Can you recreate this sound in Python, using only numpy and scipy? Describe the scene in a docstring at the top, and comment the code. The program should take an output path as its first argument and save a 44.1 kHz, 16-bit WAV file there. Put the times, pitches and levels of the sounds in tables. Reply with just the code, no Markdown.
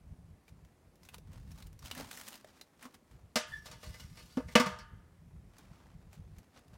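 """Outdoors at dusk: a light breeze (low noise in puffs) buffets the microphone over a faint hiss of air and
fire. Paper is crumpled into a burning steel bin: clumped creases, with snaps made of cracks and short rings. A
sheet-metal lid is picked up, carried and dropped on the bin: struck modes, scraping, a ringing handle. Then
someone steps away through dry grass: more brushes and snaps."""
import sys
import numpy as np
from scipy import signal
from scipy.io import wavfile
from scipy.ndimage import uniform_filter1d

SR = 44100
rng = np.random.default_rng(int(sys.argv[2]) if len(sys.argv) > 2 else 0)


def elevation(decibels):
    """Turn decibel levels (scalar or array-like) into linear amplitude ratios."""
    levels = np.asarray(decibels, float)
    return 10 ** (levels / 20)


def unload_wav(signal):
    """Save mono or channel-first audio to the path in sys.argv[1] as 16-bit WAV at rate SR, clipped to [-1, 1]."""
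    wavfile.write(
        sys.argv[1],
        SR,
        np.round(np.clip(np.atleast_2d(signal).T, -1, 1) * 32767).astype(np.int16),
    )


N = 298733

# clear modes of the lid: (frequency [Hz], relative level [dB], undamped t60 [s])
LID_MODES = [(490.3, -1.5, 0.23), (612, -4, 0.26), (687, -9, 0.28), (910, -16.5, 0.59), (930, -6.5, 0.242),
             (1000, -22, 0.36), (1147.4, -4.5, 0.17), (1207, -8, 0.4), (1250, -17, 0.57),
             (1431, -12.5, 0.29), (1480, -16.5, 0.36), (1578, -13.5, 0.39), (1602, -11, 0.15),
             (1694, -14, 0.55), (1808, -7, 0.18), (1975, -13.5, 0.43), (2030, -9, 0.19), (2177, -8, 0.21),
             (2323, -8.5, 0.17), (2570, -11.5, 0.23), (2935, -8, .22), (3050, -18, 0.41), (3455, -9, 0.11),
             (3850, -16, 0.18), (4370, -14, 0.3), (4700, -15, 0.35), (4960, -14, 0.31), (5145, -14, 0.16),
             (5590, -9, 0.19), (5900, -21.5, 0.14)]
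ENVELOPE_STEP = 64  # samples


def evened(x):
    """Scales to rms 1."""
    return x / np.sqrt(np.mean(x ** 2) + 1e-20)


def read(hz_points, values, hz):
    """Interpolates a spectrum on a log frequency axis."""
    return np.interp(np.log(hz + 1), np.log(np.asarray(hz_points) + 1), values)


def curve(rows):
    """Table columns over time, -120 outside the table."""
    s, *columns = np.transpose(rows)
    t = np.arange(N) / SR
    return [np.interp(t, s, column, left=-120, right=-120) for column in columns]


def add(mix, s, sound):
    """Mixes a sound in at time s."""
    part = mix[round(s * SR):][:len(sound)]
    part += sound[:len(part)]


def filtered(x, order, edges_hz, kind):
    """Butterworth filter."""
    return signal.sosfilt(signal.butter(order, edges_hz, kind, fs=SR, output="sos"), x)


def band(x, lo_hz, hi_hz, order=2):
    """Band-pass of rms 1."""
    return evened(filtered(x, order, [lo_hz, hi_hz], "band"))


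def resonate(x, hz, width_hz):
    """Shifts hz down to zero, smooths and shifts back: a resonance of gain 1."""
    turn = np.exp(2j * np.pi * np.cumsum(hz * np.ones(len(x))) / SR)
    r = np.exp(-np.pi * width_hz / SR)
    return 2 * (turn * signal.lfilter([1 - r], [1, -r], x / turn)).real


def ring(modes, length, damping, turns):
    """Sum of dying sines, each starting at its own phase in turns."""
    t = np.arange(length) / SR
    return sum(elevation(db - 60 * t * damping / t60) * np.sin(2 * np.pi * (hz * t + turn))
               for (hz, db, t60), turn in zip(modes, turns))


def grains(per_s, spread_db, tail_s):
    """Clicks of uneven size, each with a short noisy tail."""
    size = elevation(spread_db * np.minimum(rng.exponential(1, N), 5))
    clicks = size * (rng.random(N) < per_s / SR)
    tail = np.exp(-np.arange(2000) / (tail_s * SR))
    power = abs(signal.oaconvolve(clicks ** 2, tail)[:N])
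    return np.sqrt(power) * rng.standard_normal(N)


def bump(s, fade_s, rise):
    """dB shape peaking at 0 at s: falls 20 dB per fade_s, climbs 20 dB per rise * fade_s."""
    t = np.arange(0, N + ENVELOPE_STEP, ENVELOPE_STEP) / SR - s
    return -20 * np.maximum(t, -t / rise) / fade_s


def swells(rows, rise, shares=None):
    """Summed gain of (s, dB, .., fade) rows over time, each row weighted by its share."""
    gains = elevation(np.array([db + bump(s, fade_s, rise) for s, db, *_, fade_s in rows]))
    total = gains.sum(axis=0) if shares is None else shares @ gains
    return np.interp(np.arange(N) / ENVELOPE_STEP, np.arange(len(total)), total)


def breeze():
    """Lumpy pressure at the microphone: low noise that comes in puffs."""
    # (time [s], level [dB], upper share [dB])
    wind_levels = [(0.0, -57, -1.5), (0.36, -69, -1.5), (0.7, -65, -1.5), (1.21, -63.5, -1.5),
                   (1.39, -58, -1.5), (1.9, -58.5, -1.5), (2.09, -76, -1.5), (2.88, -79, -1.5),
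                   (3.09, -76, -1.5), (3.2, -70, -1.5), (3.67, -63, -1.5), (4.05, -59, -1.5),
                   (4.62, -65, -1.5), (5.37, -61, -1.5), (5.47, -65, -1.5), (6.24, -64, -1.5),
                   (6.45, -74, -1.5), (6.77, -70, -1.5)]
    # single buffets: (time [s], level [dB], fade [s per 20 dB])
    gusts = [(.1, -58, .1), (.26, -57, .08), (.53, -54, .08), (1.175, -52, .08), (1.29, -52, .1),
             (1.46, -48, .1), (1.66, -54, .06), (2.0, -49, .2), (3.13, -58, .08), (3.24, -57, .06),
             (3.52, -51, .08), (3.9, -52, .08), (4.12, -49, .08), (4.46, -52, .12), (4.68, -45, .08),
             (4.955, -48, .08), (5.39, -53, .15), (5.72, -55, .1), (5.95, -54, .08), (6.07, -55, .06),
             (6.2, -48, .08), (6.325, -50, .05), (6.39, -50, .05), (6.73, -51, .08)]
    # low and upper band: (lower edge [Hz], upper edge [Hz])
    wind_bands = [(39, 100), (100, 180)]
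    puff_db, puff_s = 3.5, .02
    db, upper_db = curve(wind_levels)
    puffs = filtered(rng.standard_normal(N), 2, 1 / (2 * np.pi * puff_s), "low")
    push = rng.standard_normal(N) * elevation(puff_db * evened(puffs))
    low, upper = (band(push, *edges, order=3) for edges in wind_bands)
    return (elevation(db) + swells(gusts, .8)) * (low + elevation(upper_db) * upper)


def air():
    """Smooth far hiss with faint drifting patches."""
    # (frequency [Hz], relative density [dB per Hz])
    hiss_spectrum = [(88, -27), (150, -9.5), (304, -10), (643, -16.5), (1500, -26), (1970, -26),
                     (2400, -28.5), (3040, -33), (10700, -35.5), (14700, -41.5), (16500, -46)]
    level_db, patch_db = -69.5, 1.2
    frames, hz = N // 256 + 5, np.fft.rfftfreq(1024, 1 / SR)
    real, imag, patches = rng.standard_normal((frames, 513, 3)).T
    patches = evened(uniform_filter1d(uniform_filter1d(patches, 12, 0), 14, 1))
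    density_db = read(*np.transpose(hiss_spectrum), hz)[:, None]
    z = (real + 1j * imag) * elevation(density_db + patch_db * patches)
    return elevation(level_db) * evened(signal.istft(z, nperseg=1024, noverlap=768)[1][:N])


def rustle():
    """Clumped creases heard low, middle and high; the low part drums the air in the bin."""
    # crushes of paper, brushes of cloth and grass; zero fade mutes a row:
    # (time [s], level [dB], low share [dB], high share [dB], fade [s per 20 dB])
    crushes = [(0.49, -65, -7, -2, 0.02), (1.06, -68, -9, .1, .08), (1.145, -60, 0.3, -2.5, 0.03),
               (1.349, -69, 1.7, -5, 0.14), (1.511, -69.5, -8, -0.6, 0.16), (1.6, -64.5, -.9, 0.4, 0.09),
               (1.858, -52, -8.5, -4, .06), (1.991, -48, 0.9, -4.5, .11), (2.123, -56, -9, -1, .08),
               (2.2, -55, -6, 1.6, .13), (2.275, -53, -10, -1.5, .05), (2.346, -57, -4, -3.5, .08),
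               (2.488, -65.5, -1, -9, .06), (2.57, -65.5, -2.5, -6, 0.1), (2.84, -56.5, -.9, -4.5, 0.07),
               (2.949, -66, -1, -4, 0.03), (3.031, -71, -1.5, -0.5, 0), (3.127, -73, 2.5, -3, 0.11),
               (5.601, -67.5, -0.2, -7.5, 0.14), (5.769, -72, 6, -11, 0.32), (6.145, -63, -3, -4, .05),
               (6.389, -73, -0.1, -6, .12), (6.565, -63, 1.5, -18, 0.06), (6.75, -73, 8, -8, .08)]
    # shares common to all rows: (middle [dB], low [dB], high [dB])
    crease_db = [-4, .1, -5.5]
    # the paper never lies quite still: (middle [dB], low [dB], high [dB])
    stir_db = [-90, -80, -94]
    # low, middle and high band: (lower edge [Hz], upper edge [Hz])
    crease_bands = [(340, 1300), (1500, 6500), (6000, 20000)]
    hollow_hz, rise = 250.6, .75
    shares = elevation(np.array([(0, low, high) for _, _, low, high, _ in crushes]) + crease_db).T
    mid_gain, low_gain, high_gain = (swells(crushes, rise, share) + elevation(db)
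                                     for share, db in zip(shares, stir_db))
    crease = evened(grains(1600, 4.5, 0.0022)) + .5 * rng.standard_normal(N)
    low, middle, high = (band(crease, *edges) for edges in crease_bands)
    low = low + 0.89 * evened(resonate(resonate(crease, hollow_hz, 79), hollow_hz, 90))
    # neighbouring bands alternate in sign so that they join without a notch
    return low_gain * evened(low) - mid_gain * middle + high_gain * high


def snaps():
    """Each snap is a wide crack, its treble, and a short fuzzy ring at its own pitch."""
    # paper snaps and fire pops, and at 2.445 s a knock ringing at 612 Hz: (time [s], level [dB], ring pitch
    # [Hz], ring share [dB], treble share [dB])
    cracklings = [(0.48, -50, 2300, -11, -3.5), (0.649, -53.5, 565, -4, -7), (0.956, -55.5, 545, -5, -1),
                  (1.032, -51, 5120, -6, -2.5), (1.051, -51, 6100, -4.5, -2.1), (1.088, -41, 2560, -7, -6),
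                  (1.143, -34.5, 883, -10, -5), (1.182, -45, 541, -8, -1), (1.331, -52, 587, -9, 1),
                  (1.516, -48, 5600, -6, 0), (1.585, -44, 595, -8, -13), (1.624, -43.5, 3760, -9, -3),
                  (1.669, -51, 536, 1, 6), (1.729, -53.5, 627, -6.5, -0.6), (1.791, -48.5, 5570, -7, 1),
                  (1.826, -47.5, 1170, -2, -14), (1.858, -38, 2960, -4, -1), (1.912, -29, 3000, -2, -9),
                  (1.95, -37.5, 1690, -8, 0), (1.977, -34, 4510, -12, -5), (1.999, -34.5, 563, 0, -5),
                  (2.112, -31.5, 1980, -10.5, -2), (2.13, -40, 3870, -10.5, -4.5),
                  (2.151, -39, 5400, -8, -11), (2.173, -35, 1850, -7.5, -4), (2.212, -36.5, 1250, -9, -3.5),
                  (2.284, -36, 1147, -12.5, 4), (2.329, -42, 2880, -8, -2), (2.355, -40.5, 4900, -13, -4.5),
                  (2.445, -46.5, 612, 7, -17), (2.474, -52, 579, -9, -8), (2.612, -36, 3840, -10.5, -6.5),
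                  (2.826, -39.5, 1890, -6.5, -4), (2.853, -42, 1130, 0, -9), (2.943, -45.5, 1170, -3.5, -5),
                  (3.112, -51.5, 939, -7.5, -21), (5.583, -47, 525, -12, 3), (6.13, -46, 910, -6, -8),
                  (6.384, -45, 596, -9.5, -4.5), (6.591, -50.5, 563, -0.5, -10.5),
                  (6.681, -54, 627, -9.5, -8), (6.74, -51.5, 546, -6.5, -14)]
    t60_s = .026
    out, t = np.zeros(N), np.arange(4000) / SR
    cracks = rng.standard_normal((len(cracklings), len(t)))
    for (s, db, hz, ring_db, treble_db), crack in zip(cracklings, cracks):
        tone = elevation(ring_db) * evened(resonate(crack, hz, 0.085 * hz)) * (1 - np.exp(-t / 0.00167))
        treble = elevation(treble_db) * band(crack, 3200, 15000, order=1)
        wide = band(crack, 550, 3860, order=1) + treble
        add(out, s, elevation(db - 60 * t / t60_s) * (.95 * tone + .285 * wide))
    return out


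def favour(hz, favoured_hz):
    """The place of contact lifts the modes near one pitch (dB)."""
    return 7.5 * np.exp(-(np.log((hz + 1) / favoured_hz) / 0.21) ** 2)


def blow(db, bright_db, thud_db, thud_hz, favoured_hz, damping):
    """Rim contact rings the clear modes, the crowded ones and the hollow of the bin."""
    # crowded modes: (frequency [Hz], relative level [dB], undamped t60 [s])
    crowded_modes = [(130, -38, .2), (330, -5, .2), (780, -3, 0.27), (1170, 8.5, 0.4), (1750, -7.5, 0.98),
                     (2250, -2, 0.36), (3050, -2, 0.58), (4360, -2.5, 0.22), (5360, -1, 0.31),
                     (8100, -8.5, 0.29), (16500, -19, 0.12)]
    pivot_hz = 1500
    length = SR * 3 // 4
    t = np.arange(length) / SR

    def colour(hz):
        """Level tilted about the pivot (dB)."""
        return db + bright_db * np.clip(np.log2((hz + 1) / pivot_hz), -1.6, 1.8)

    modes = [(hz, mode_db + colour(hz) + favour(hz, favoured_hz), t60) for hz, mode_db, t60 in LID_MODES]
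    # the rim chatters at first, which smears the lines
    wobble = evened(uniform_filter1d(rng.standard_normal(length), 500))
    chatter = 1 + .55 * np.exp(-t / .12) * wobble
    clear = ring(modes, length, damping, rng.random(len(modes))) * chatter * (1 - np.exp(-t / 0.0015))

    hz, frame_s, z = signal.stft(rng.standard_normal(length), SR, nperseg=128)
    at_hz, sheet_db, t60 = np.transpose(crowded_modes)
    level_db = read(at_hz, sheet_db, hz) + colour(hz) + .5 * favour(hz, favoured_hz)
    fade_db = 60 * damping * frame_s / read(at_hz, t60, hz)[:, None]
    # held lid: a fast first drop, then the slower ring
    shape = elevation(level_db[:, None] - fade_db) * (1 + 1.6 * np.exp(-frame_s / 0.0092))
    crowd = signal.istft(z * shape, SR, nperseg=128)[1][:length] * (1 - np.exp(-t / .0005))

    thud = ring([(thud_hz, thud_db, .13)], length, damping, [0]) * (1 - np.exp(-t / .0025)) ** 2
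    return elevation(-1.2) * clear + elevation(.7) * crowd + thud


def blows():
    """Contacts of lid and bin, each ringing on its own."""
    # (time [s], ring level [dB], brightness [dB per octave], thud level [dB], thud pitch [Hz],
    #  favoured pitch [Hz], damping factor of the grip [-])
    contacts = [(2.853, -63, -5.5, -39, 252, 1100, 1.7), (3.357, -30, 2.1, -26, 231, 620, 1.26),
                (3.657, -50.5, 0.7, -55.5, 234, 610, 1.44), (3.713, -52.5, 2.1, -56, 234, 930, 1.4),
                (3.831, -56.5, 1.2, -61, 234, 612, .9), (3.943, -59, -0.2, -57, 234, 1975, 1.9),
                (3.997, -58.5, 2, -50, 241, 2935, 1.6), (4.172, -58.5, 1.5, -61, 234, 2570, 1.2),
                (4.371, -41, -6, -14.5, 260, 515, 2.2), (4.484, -60, .4, -50.5, 230, 2030, 1.1),
                (4.553, -22, -1.6, -11.5, 224, 2950, 1.5), (4.598, -29.5, -1.1, -18.5, 243, 1150, 1.3),
                (4.660, -40.5, -1.76, -32, 193, 1220, .75), (4.787, -55.5, 0.7, -46, 199, 5000, 1.6)]
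    out = np.zeros(N)
    for s, *row in contacts:
        add(out, s, blow(*row))
    return out


def scraping():
    """Dense scraping keeps the damped sheet singing while it is carried."""
    # gloves and rim on the lid: (time [s], level [dB])
    carry_levels = [(3.47, -60), (3.57, -62), (3.645, -74), (3.7, -66), (3.81, -69), (3.9, -65),
                    (4.11, -66), (4.27, -67), (4.37, -60), (4.45, -70), (4.54, -54)]
    # the grip shifts: (time [s], level [dB], fade [s per 20 dB])
    grip_shifts = [(3.664, -52, .06), (3.84, -54, .1), (3.94, -60, .06), (4.003, -58, .06),
                   (4.19, -58, .12)]
    damping = 3.5  # the held sheet rings this many times shorter
    gain = elevation(curve(carry_levels)[0]) + swells(grip_shifts, .45)
    rub = filtered(gain * evened(grains(2500, 3.5, .003)), 1, 900, "high")
    rung, frames = np.zeros(N), N // 1024 + 2
    # the fingers wander, so each mode is fed by fits and starts
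    wander = evened(uniform_filter1d(rng.standard_normal((len(LID_MODES), frames)), 5, 1))
    for (hz, db, t60), fits in zip(LID_MODES[6:], wander):
        feed = rub * elevation(7 * np.interp(np.arange(N) / 1024, np.arange(frames), fits))
        turn = 2 * np.pi * hz / SR
        r = 10 ** (-3 * damping / t60 / SR)
        rung += elevation(db) * np.sin(turn) * signal.lfilter([1], [1, -2 * r * np.cos(turn), r * r], feed)
    hiss = filtered(rub, 1, [1500, 7000], "band")
    return elevation(-35) * rung + elevation(1.5) * hiss


def handle_ring():
    """The wire handle rings once in its lugs; its close modes beat as they die."""
    # (frequency [Hz], level [dB], t60 [s])
    handle_modes = [(1723, -40, .3), (1771, -39, .26), (1810, -33, .1), (3456, -50, .19)]
    start_s, rise_s = 3.518, .007
    out, t = np.zeros(N), np.arange(SR // 2) / SR
    tone = ring(handle_modes, len(t), 1, np.zeros(len(handle_modes)))
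    add(out, start_s, tone * (1 - np.exp(-t / rise_s)) ** 2)
    return out


def yard(x):
    """Near echoes from ground, bin and tank: 64 dying taps of random delay and sign."""
    t60_s = .09
    taps = np.zeros(4000)
    at = np.arange(100, 3900, 60) + rng.integers(0, 60, 64)
    taps[at] = rng.choice([-1., 1.], 64) * elevation(-60 * at / SR / t60_s)
    return signal.oaconvolve(x, taps / np.linalg.norm(taps))[:N]


def scene():
    """All sources, one channel."""
    near = blows() + scraping() + handle_ring() + snaps()
    return (near + elevation(-8.5) * yard(near) + rustle() + breeze() + air())[None]


def band_limit(x):
    """A steep low-pass at the top of the band."""
    return signal.sosfilt(signal.butter(12, 16800, fs=SR, output="sos"), x)


def record(dry):
    """Band limit by a linear-phase low-pass."""
    edge_hz = 16150
    edge = signal.firwin(301, edge_hz, window=("kaiser", 5), fs=SR)
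    mix = signal.oaconvolve(dry, edge[None], "same")
    return band_limit(mix)


dry = scene()
out = record(dry)
unload_wav(out)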